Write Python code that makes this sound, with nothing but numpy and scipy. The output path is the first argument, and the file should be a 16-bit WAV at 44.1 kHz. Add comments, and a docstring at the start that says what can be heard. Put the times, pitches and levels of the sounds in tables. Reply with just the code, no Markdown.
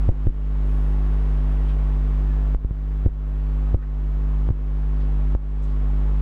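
"""Humming clip-on mic in a classroom

A loud mains hum on the microphone lead sits over the room's air and a few faint squeaks.
As the wearer turns and starts to wipe a whiteboard, a loose contact pops and thuds.
The big pops duck the line through a limiter, and hum and air swell back.
Cloth and duster brush softly; the lead ticks against the shirt and rumbles at a step."""
import sys
import numpy as np
from scipy import signal
from scipy.fft import rfft, irfft
from scipy.io import wavfile

SR = 44100
rng = np.random.default_rng(int(sys.argv[2]) if len(sys.argv) > 2 else 0)


def output_pcm(signal):
    """Save a mono or channel-first signal as 16-bit PCM at the path in sys.argv[1].

    Samples are clipped to [-1, 1] before scaling.
    """
    pcm = np.clip(np.atleast_2d(signal).T, -1, 1) * 32767
    wavfile.write(sys.argv[1], SR, np.round(pcm).astype(np.int16))


N = 273861

MAINS_HZ, FIRST_CREST_S = 49.912, .0046
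# Partials of the mains hum: harmonic number, relative level/dB
HUM_PARTIALS = [(1, -16.5), (2, -44.5), (3, -31), (4, -48), (5, -39.5), (6, -55), (7, -48.5), (8, -58),
                (9, -56), (11, -69.5), (12, -70), (13, -69.5), (17, -59.5), (22, -59.5), (23, -72.5),
                (25, -75.5), (26, -68.5), (27, -67.5), (33, -71.5), (35, -74.5), (36, -75), (38, -70),
                (51, -82)]
def hum(waver=0.13, odd_lag_rad=0.73):
    """Mains pickup: odd harmonics make a leaning triangle wave; the high buzz is out of step and wavers."""
    out, drift_times = np.zeros(N), np.linspace(0, N / SR, 60)
    phase = mains_phase()
    for k, db in HUM_PARTIALS:
        lag = odd_lag_rad * (k > 1) if k % 2 else np.pi / 2   # even harmonics are a quarter cycle off
        lag += rng.uniform(0, 2 * np.pi) * (k > 9)
        drift = np.interp(clock(), drift_times, rng.standard_normal(len(drift_times)))
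        depth = waver * np.log10(k)
        out += np.sqrt(2) * from_db(db) * (1 + depth * drift) * np.cos(k * phase - lag)
    return out


# Breaks of the loose contact: t/s, pop drive level/dB, thud level/dB, knock f/Hz
CONTACT_BREAKS = [(0.0906, 4, -12, 560), (0.2702, 6, -14.5, 350), (2.5477, 4, -43, 298),
                  (2.6475, 0.5, -41, 560), (2.7091, -6.5, -38, 400), (3.0617, 2, -13.5, 370),
                  (3.745, 0, -17, 457), (4.4893, -7, -46, 400), (4.505, -2.5, -20.5, 200),
                  (5.3503, 0, -30, 450)]
def pops(pop_s=0.011, stretch=0.83, coupling_hz=22, line_cut_hz=3500,
         snap_db=-38.5, snap_hz=950, snap_s=0.00011, crackle_db=-50, crackle_s=0.0042):
    """Each break of the contact kicks the line; the coupling capacitors swing it back below zero."""
    kicks, sparks = np.zeros(N), np.zeros(N)
    for start, db, *_ in CONTACT_BREAKS:
        length = pop_s * from_db(stretch * db)   # a bigger pop lasts longer
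        snap = from_db(snap_db) * edge(start, snap_hz, snap_s)
        kicks += from_db(db) * swell(start, length) + snap
        sparks += from_db(db + crackle_db) * swell(start, crackle_s)
    crackle = band(sparks * rng.standard_normal(N), snap_hz, high_hz=12000, order=1)
    return band(kicks, coupling_hz, line_cut_hz) + crackle


def thuds(boom_hz=92, boom_s=0.012, boom_lag_s=0.0031, sag_depth=0.41, sag_lag_s=0.012, sag_s=0.031,
          knock_db=-9, knock_cycles=0.74, reclose_s=0.00501, reclose_db=-6,
          rumble_db=-30, rumble_s=.06, wobble_db=-23, wobble_s=.14):
    """The weight under each pop: a hollow double knock and short boom, then a sag, rumble and wobble."""
    hits, rumble_env, wobble_env = np.zeros(N), np.zeros(N), np.zeros(N)
    for start, _, thud_db, knock_hz in CONTACT_BREAKS:
        t = clock() - start - boom_lag_s
        boom = np.exp(-(t / boom_s) ** 2) * np.cos(2 * np.pi * boom_hz * t)
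        sag = sag_depth * swell(start + sag_lag_s, sag_s)
        hits += from_db(thud_db) * (boom - sag)
        knock_s = knock_cycles / knock_hz
        opening = edge(start, knock_hz, knock_s)
        closing = from_db(reclose_db) * edge(start + reclose_s, knock_hz, knock_s)
        hits += from_db(thud_db + knock_db) * (opening - closing)   # the contact shuts with a reverse knock
        rumble_env += from_db(thud_db + rumble_db) * swell(start, rumble_s)
        wobble_env += from_db(thud_db + wobble_db) * swell(start, wobble_s)
    rumble = noise_band(low_hz=170, high_hz=404)
    wobble = noise_band(low_hz=17, high_hz=45.5)
    return hits + rumble_env * rumble + wobble_env * wobble


# Strokes of cloth and duster: t/s, length/s, centre f/Hz, level/dB
STROKES = [(0.594, 0.5, 7500, -68.5), (1.645, 0.036, 2900, -55.5), (1.68, 0.061, 2700, -50),
           (3.81, 0.061, 1600, -48.5), (4.997, 0.062, 3900, -63), (5.617, 0.067, 6630, -63.5),
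           (5.605, 0.22, 3130, -64)]
def brushes(short_s=.06, short_octaves=0.61, octaves_per_doubling=.28):
    """Cloth and duster brush softly; the longer the stroke, the broader its band."""
    out = np.zeros(N)
    for start, length, hz, db in STROKES:
        octaves = max(short_octaves + octaves_per_doubling * np.log2(length / short_s), .2)
        spread = 2 ** (octaves / 2)
        out += from_db(db) * rub(start, length, hz / spread, hz * spread)
    return out


def rub(start, length, low_hz, high_hz, grain=0.099):
    """Fibres catch and slip: a swell of grainy noise in one band."""
    slips = rng.standard_normal(N) * np.exp(grain * rng.standard_normal(N))
    return swell(start, length) * rms_one(band(slips, low_hz, high_hz))


# Tiny ticks of the lead: t/s, level/dB
CABLE_TICKS = [(1.521, -61), (1.682, -61), (3.278, -67)]
def cable(step_db=-41):
    """The lead ticks against the shirt and rumbles as the wearer steps up to the board."""
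    ticks = sum(from_db(db) * rub(start, length=.012, low_hz=3800, high_hz=14000)
                for start, db in CABLE_TICKS)
    step = from_db(step_db) * rub(start=3.955, length=.6, low_hz=31, high_hz=76)
    return ticks + step


# Faint squeaks in the room: t/s, length/s, f/Hz, level/dB
ROOM_SQUEAKS = [(2.24, 0.26, 1720, -54.5), (3.35, 0.33, 4330, -76.5), (3.606, 0.25, 1260, -54)]
def squeaks(width_hz=34):
    """Thin, unsteady tones fade in and out from across the room."""
    out = np.zeros(N)
    for start, length, hz, db in ROOM_SQUEAKS:
        tone = noise_band(hz - width_hz / 2, hz + width_hz / 2)
        fade = np.sin(np.pi * np.clip((clock() - start) / length, 0, 1))
        out += from_db(db) * fade * tone
    return out


# Colour of the room tone and hiss: f/Hz, relative level/dB
AIR_COLOUR = [(20, -2.5), (45, 3), (90, -3), (200, -4), (380, -3), (700, -7), (1100, -9.5), (2000, -19),
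              (3300, -25.5), (4600, -34), (7000, -39), (10000, -44), (15000, -48)]
def air(throb=0.027):
    """A bed of dark room tone and hiss, throbbing slightly with the mains."""
    hz, db = np.transpose(AIR_COLOUR)
    bin_hz = np.maximum(np.arange(N // 2 + 1) * SR / N, 1)
    colour = from_db(np.interp(np.log(bin_hz), np.log(hz), db))
    bed = rms_one(irfft(rfft(rng.standard_normal(N)) * colour, N))
    return bed * (1 + throb * np.cos(mains_phase()))


def limiter(x, ceiling_db=-13.0, attack_s=0.0002, release_s=0.25):
    """The gain ducks fast on a peak and creeps back."""
    over_db = np.maximum(20 * np.log10(np.abs(x) + 1e-9) - ceiling_db, 1e-9)
    fade = clock() / release_s
    duck_db = np.exp(np.maximum.accumulate(np.log(over_db) + fade) - fade)   # decaying peak hold
    pole = np.exp(-1 / (attack_s * SR))
    return x * from_db(-signal.lfilter([1 - pole], [1, -pole], duck_db))


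def mains_phase():
    """Phase of the mains in radians, zero at the first crest."""
    return 2 * np.pi * MAINS_HZ * (clock() - FIRST_CREST_S)


def edge(at, hz, half_length_s):
    """A transient: one brief swing from below zero to above."""
    t = clock() - at
    return np.exp(-(t / half_length_s) ** 2) * np.sin(2 * np.pi * hz * t)


def swell(start, length):
    """An envelope of height 1 with a quick rise and a smooth tail."""
    u = np.clip((clock() - start) / length, 0, 1)
    return 27 / 4 * u * (1 - u) ** 2


def noise_band(low_hz, high_hz):
    """Band-passed noise with an rms of 1."""
    return rms_one(band(rng.standard_normal(N), low_hz, high_hz))


def band(x, low_hz, high_hz, order=2):
    """Butterworth band-pass."""
    edges = np.clip([low_hz, high_hz], 10, .47 * SR)
    return signal.sosfilt(signal.butter(order, edges, "band", fs=SR, output="sos"), x + 1e-18)


def from_db(db):
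    """Decibels to gain."""
    return 10 ** (np.asarray(db) / 20)


def rms_one(x):
    """Scale to an rms of 1."""
    return x / np.sqrt(np.mean(x ** 2) + 1e-20)


def clock():
    """The time of every sample, in seconds."""
    return np.arange(N) / SR


# Slow swing of the background as the wearer moves: t/s, level/dB
BACKGROUND_SWING = [(0, 0.5), (.7, 0.5), (1.2, 5), (2.4, 0.5), (3.1, -2.5), (5.1, -2.5), (6.2, -1.1)]
def scene(hum_db=-0.23, air_db=-41.5, hum_swing_share=0.71):
    """Everything shares one limited mono mic line, except the thuds, which are layered on top."""
    swing_db = np.interp(clock(), *np.transpose(BACKGROUND_SWING))
    mains = from_db(hum_db + hum_swing_share * swing_db) * hum()
    room = from_db(air_db + swing_db) * air()
    line = mains + room + brushes() + cable() + squeaks() + pops()
    return (limiter(line) + thuds())[None]


def record(dry, ceiling=0.41, cutoff_hz=15800):
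    """A soft clip flattens the loudest crests, and a steep low-pass takes off the top end."""
    clipped = dry / (1 + np.abs(dry / ceiling) ** 10) ** (1 / 10)
    return signal.sosfilt(signal.ellip(10, .1, 90, cutoff_hz, fs=SR, output="sos"), clipped)


dry = scene()
out = record(dry)
output_pcm(out)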